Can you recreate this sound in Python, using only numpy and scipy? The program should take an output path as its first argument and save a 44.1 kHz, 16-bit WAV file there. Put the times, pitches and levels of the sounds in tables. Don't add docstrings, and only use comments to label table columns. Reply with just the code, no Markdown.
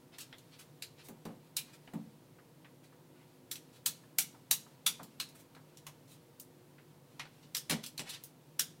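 import sys
import numpy as np
from scipy import signal
from scipy.fft import rfft, irfft, next_fast_len
from scipy.io import wavfile
from scipy.ndimage import map_coordinates

SR = 44100
rng = np.random.default_rng(int(sys.argv[2]) if len(sys.argv) > 2 else 0)


def waveform_to_disk(signal):
    frames = np.transpose(np.atleast_2d(signal))
    scaled = np.clip(frames, -1, 1) * 32767
    samples = np.round(scaled).astype(np.int16)
    wavfile.write(sys.argv[1], SR, samples)


N = 388080

# (time [s], relative level [dB], body [dB], edge [dB], rebound delay [ms], ring [Hz])
CLAW_STRIKES = [(0.1842, -51.5, 0, -0.5, 1.12, 4100), (0.3267, -55.5, 7.5, -22, 0.54, 3300),
                (0.3824, -63.5, -7, -1.5, 0.29, 4170), (0.8224, -43, -4, -5.5, 0.42, 4050),
                (1.085, -63.5, 9.5, 5.5, 0.28, 4300), (1.2524, -58, -2, -2, 1.06, 4140),
                (1.567, -37.5, -8, 1.5, 0.76, 4050), (1.5826, -46, -4, -24, 0.36, 2430),
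                (1.8749, -66.5, 15, -21, 1.3, 2900), (1.936, -65.5, 13, 1, 0.27, 4050),
                (3.5133, -44, -4, 2, 0.53, 4180), (3.555, -51.5, -3, -2.5, 0.35, 4100),
                (3.86, -33.5, -5, 1.5, 2.3, 4120), (4.185, -31, -4.5, 2.5, 1.37, 2270),
                (4.511, -30.5, -3.5, 3, 1.06, 4100), (4.864, -29, -4, -2, 0.86, 3500),
                (5.031, -59, -6, 2.5, 0.41, 4240), (5.2, -37.5, -2, -5.5, 0.75, 4150),
                (5.288, -66, 0, 1, 0.45, 5500), (5.549, -64, 7, -7, 0.77, 4300),
                (5.7714, -60.5, -6, -1.5, 0.28, 5580), (5.867, -50.5, 5.5, -3, 0.32, 1090),
                (6.398, -60, -4, 7.5, 0.22, 6600), (7.1954, -42.5, 4.5, -15, 0.976, 2550),
                (7.253, -62.5, 11.5, -18, 0.59, 4270), (7.548, -37.5, -3, -3, 0.52, 4770),
                (7.567, -40.5, -6, -0.5, 0.59, 5140), (7.6973, -36.5, 3, -2, 1, 3630),
                (7.709, -37, 3.5, -9, 0.29, 5200), (7.8387, -47.5, -4, -7, 0.34, 4280),
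                (7.862, -49.5, -6, 0, 0.38, 4250), (7.978, -45, -7, -4, 0.45, 4170),
                (7.9927, -41.5, 2, -9, 0.38, 7900), (8.237, -61, -9, 8.5, 0.21, 6500),
                (8.5939, -30, -7.5, -2, 0.58, 1600)]
# (frequency [Hz], relative level [dB])
CLAW_SPECTRUM = [(60, -17), (350, -29.5), (750, -4.5), (1200, -3.5), (2500, -0.5), (3600, -0.5),
                 (5000, -0.5), (8000, 0.5), (13000, -0.5), (15500, -4.5)]
# (frequency [Hz], relative level [dB])
GLASS_MODES = [(2920, -4), (3430, 2), (3900, 1), (4754, -41), (5700, -2), (5930, 5), (6550, 0.5),
               (7350, -15), (7550, -5), (8310, -2), (8708, -16), (9170, -6), (10000, 2.5), (10750, -1),
               (11395, -21), (12080, -1)]
# (time [s], relative level [dB], knock over boom [dB], base 60 dB decay time [s])
DOOR_BUMPS = [(1.087, -53.5, -0.5, 0.22), (1.254, -47, 1, 0.29), (1.935, -39.5, -10, 0.32),
              (5.0, -57, -1, 0.48), (7.697, -44.5, -4, 0.3), (7.717, -37.5, -4.5, .15),
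              (7.991, -57.5, 7.5, 0.22)]
# (frequency [Hz], relative level [dB], decay time factor [1])
PANEL_MODES = [(146.2, -6, 1.9), (172, 5, 0.88), (209.4, -3.5, 1.77), (229.4, 3.5, 1.21),
               (287.2, -0.5, 0.96), (304.5, -12, 0.77)]
# (frequency [Hz], relative level [dB])
KNOCK_SPECTRUM = [(30, -17), (80, -17), (140, 1), (300, -1.5), (600, -5), (900, -8.5), (1400, -19.5),
                  (3000, -28), (8000, -81)]
# (time [s], nominal length [s], relative level [dB], body [dB], edge [dB])
PAW_SLIDES = [(0.109, 0.07, -61, 1, -19), (0.191, 0.038, -50, -7.5, -5.5), (0.505, 0.075, -61, -3.5, -19),
              (0.579, 0.052, -60, 0, -2.5), (0.956, 0.095, -62, -3, -16), (1.025, 0.062, -66, 0, 0),
              (1.656, 0.081, -69.5, 4.5, -18), (1.719, 0.047, -63.5, 2.5, -6), (2.818, 0.068, -70.5, 0, -7),
              (3.135, 0.16, -77, 8, -18), (3.719, 0.086, -66.5, -3, -7), (5.344, 0.03, -67, 7, 0.5),
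              (5.379, 0.039, -70.5, 7, 2.5), (6.052, 0.15, -68.5, -6, -2), (7.411, 0.062, -66.5, -4, -12),
              (7.688, 0.065, -41, 2, -8.5), (7.828, 0.018, -49, -4, -6.5), (8.04, 0.087, -55, 3.5, -13),
              (8.083, 0.029, -44, -13, -7), (8.112, 0.05, -47, -4, -13.5)]
# (time [s], level [dB], resonance [Hz])
SOFT_TOUCHES = [(2.384, -64.5, 1680), (2.644, -61, 2410), (2.922, -68, 1600), (4.034, -68.5, 1900),
                (4.342, -63, 1240), (4.661, -65.5, 1390), (4.9942, -52, 1180), (5.563, -61.5, 1690),
                (6.7806, -65, 2510)]
# (frequency [Hz], relative level [dB])
RUMBLE_SPECTRUM = [(20, -31), (42, -23.5), (65, -23), (85, -13.5), (115, -1), (150, 2), (200, -7.5),
                   (290, -6), (400, -12), (500, -10), (700, -14), (1200, -20.5), (2200, -26), (5000, -31.5),
                   (15500, -29.5)]
# (frequency [Hz], bandwidth [Hz], relative level [dB])
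HALLWAY_MODES = [(150.8, 19, 2.3), (259, 14, 2.8), (313, 14, 6.4), (356.5, 9.8, 3.2), (473, 52, 4.2),
                 (939, 43, 7)]
# (frequency [Hz], mean level [dB])
VENT_TONES = [(52, -91), (151, -74), (259, -74.5), (360.7, -76), (479, -80.5)]

GRAZE_S = 0.004


def claws(gain_db=5):
    track = np.zeros(N)
    for s, db, *contact in CLAW_STRIKES:
        add(track, s - GRAZE_S, amp(db + gain_db) * claw_click(*contact))
    return track


def claw_click(body_db, edge_db, rebound_ms, ring_hz, snap_db=2, snap_s=0.0017, snap_width_s=0.0014,
               graze_db=-12, rebound_gain=0.32, glass_db=-6, glass_spread_db=4.5, glass_width_hz=60,
               ring_db=1.5, ring_q=10):
    t = np.arange(SR // 4) / SR
    lead = round(GRAZE_S * SR)
    snap = rng.standard_normal(len(t)) * np.exp(-.5 * ((t - snap_s) / snap_width_s) ** 2)
    impact = amp(snap_db) * snap + hallway(t)
    graze = amp(graze_db) * rng.standard_normal(lead) * np.linspace(0, 1, lead)
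    contact = np.concatenate([graze, impact / np.std(impact[t < .015])])
    comb = lambda f: 1 + rebound_gain * np.exp(-2j * np.pi * f * rebound_ms / 1000)
    modes = [(hz, glass_width_hz, db + rng.normal(glass_db, glass_spread_db)) for hz, db in GLASS_MODES]
    modes.append((ring_hz, ring_hz / ring_q, ring_db - 0.3 * edge_db))
    click = filtered(contact, lambda f: comb(f) * (1 + resonances(modes, f)))
    return claw_colour(click, body_db, edge_db)


def claw_colour(x, body_db, edge_db):
    touch = [(600, 1.8 * body_db), (1200, body_db), (2000, body_db), (3100, 0), (4300, 0),
             (6500, 0.74 * edge_db), (10500, edge_db), (16000, 1.7 * edge_db)]
    return coloured(x, lambda f: along(CLAW_SPECTRUM, f) + along(touch, f))


def door(swell_s=0.0098, knock_t60=0.27, hard_db=-40, nudge_db=-31.5, nudge_knock_db=-1, nudge_t60=0.67):
    track, t = np.zeros(N), np.arange(SR // 2) / SR
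    onset = t < .04
    nudges = [(s, db + nudge_db, nudge_knock_db, nudge_t60) for s, db, *_ in CLAW_STRIKES if db > hard_db]
    for s, db, knock_db, t60 in DOOR_BUMPS + nudges:
        boom = np.zeros(len(t))
        for hz, mode_db, decay_factor in PANEL_MODES:
            envelope = amp(mode_db + rng.normal(0, 1.15)) * fade(t, t60 * decay_factor)
            detuned_hz = hz * rng.normal(1, 0.012)
            boom += envelope * np.sin(2 * np.pi * (detuned_hz * t + rng.random()))
        boom *= 1 - np.exp(-(t / swell_s) ** 2)
        burst = rng.standard_normal(len(t)) * fade(t, knock_t60)
        knock = coloured(burst, lambda f: along(KNOCK_SPECTRUM, f))
        blow = boom / np.std(boom[onset]) + amp(knock_db) * knock / np.std(knock[onset])
        add(track, s, amp(db) * blow)
    return track


def paw_slides(gain_db=7, slips_per_s=1000, slip_spread_db=5):
    track, t = np.zeros(N), np.arange(SR // 4) / SR
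    for s, length, db, body_db, edge_db in PAW_SLIDES:
        stroke = np.sin(np.pi * np.clip(t / (0.75 * length), 0, 1))
        slipping = rng.random(len(t)) < slips_per_s / SR
        strength = amp(slip_spread_db * rng.standard_normal(len(t)))
        slips = slipping * strength * rng.choice([-1, 1], len(t))
        rub = signal.fftconvolve(slips * stroke, hallway(t))[:len(t)]
        rub /= np.sqrt(np.sum(rub ** 2) / (length * SR))
        add(track, s, amp(db + gain_db) * claw_colour(rub, body_db, edge_db))
    return track


def soft_ticks(ring_q=1.2, cutoff_ratio=0.72):
    track, t = np.zeros(N), np.arange(SR // 4) / SR
    for s, db, hz in SOFT_TOUCHES:
        mode = [(hz, hz / ring_q, 0)]
        tick = filtered(hallway(t), lambda f: resonances(mode, f) * lowpass(f, cutoff_ratio * hz))
        add(track, s, amp(db) * tick / np.std(tick[t < .03]))
    return track


def hallway(t, near_t60=0.13, far_t60=0.35, far_db=-15, dull_hz=8000, build_s=0.0021):
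    near = rng.standard_normal(len(t)) * fade(t, near_t60)
    far = filtered(rng.standard_normal(len(t)), lambda f: lowpass(f, dull_hz)) * fade(t, far_t60)
    return (near + amp(far_db) * far) * (1 - np.exp(-t / build_s))


def fur(rest_db=-76, stir_db=3, restless_db=2.5, reach_s=0.5):
    t = np.arange(N) / SR
    crowding = sum(np.maximum(1 - np.abs(t - s) / reach_s, 0) for s, *_ in CLAW_STRIKES)
    stir = np.tanh(crowding / 2)
    rustle = unit(claw_colour(rng.standard_normal(N), body_db=-0.5, edge_db=-8.5))
    return amp(rest_db + stir * (stir_db + restless_db * wobble(15))) * rustle


def ventilation(noise_db=-61, modes_db=-6, waver_db=3):
    t = np.arange(N) / SR
    tones = np.zeros(N)
    for hz, db in VENT_TONES:
        envelope = amp(db + waver_db * wobble(3.024))
        tones += envelope * unit(np.sin(2 * np.pi * hz * t + wobble(4)))
    room_gain = lambda f: np.abs(1 + amp(modes_db) * resonances(HALLWAY_MODES, f))
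    rumble = filtered(rng.standard_normal(N), lambda f: amp(along(RUMBLE_SPECTRUM, f)) * room_gain(f))
    return amp(noise_db) * unit(rumble) + tones


def amp(db):
    return 10 ** (np.asarray(db) / 20)


def unit(x):
    return x / np.sqrt(np.mean(x ** 2) + 1e-20)


def along(points, hz):
    frequencies, levels = np.transpose(points)
    return np.interp(np.log(hz + 1), np.log(frequencies + 1), levels)


def filtered(x, response):
    size = next_fast_len(len(x) + SR // 20, real=True)
    return irfft(rfft(x, size) * response(np.fft.rfftfreq(size, 1 / SR)), size)[:len(x)]


def coloured(x, gain_db, size=2048):
    cepstrum = irfft(np.log(amp(gain_db(np.fft.rfftfreq(size, 1 / SR)))))
    cepstrum[1:size // 2] *= 2
    cepstrum[size // 2 + 1:] = 0
    impulse_response = irfft(np.exp(rfft(cepstrum)))
    return signal.fftconvolve(x, impulse_response)[:len(x)]


def lowpass(f, cutoff_hz, order=2):
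    return 1 / np.sqrt(1 + (f / cutoff_hz) ** (2 * order))


def resonances(modes, f):
    return sum(amp(db) * 1j * f * width / (hz * hz - f * f + 1j * f * width) for hz, width, db in modes)


def fade(t, t60):
    return np.exp(-np.log(1000) * t / t60)


def wobble(knots_per_s):
    knots = rng.standard_normal(int(N * knots_per_s / SR) + 4)
    coarse = np.arange(0, N, SR // 200)
    return np.interp(np.arange(N), coarse, map_coordinates(knots, [coarse * knots_per_s / SR]))


def add(track, s, sound):
    part = track[max(round(s * SR), 0):][:len(sound)]
    part += sound[:len(part)]


def scene():
    return (claws() + soft_ticks() + paw_slides() + door() + fur() + ventilation())[None]


def record(dry, top_hz=15900):
    return np.array([filtered(channel, lambda f: lowpass(f, top_hz, order=80)) for channel in dry])


dry = scene()
out = record(dry)
waveform_to_disk(out)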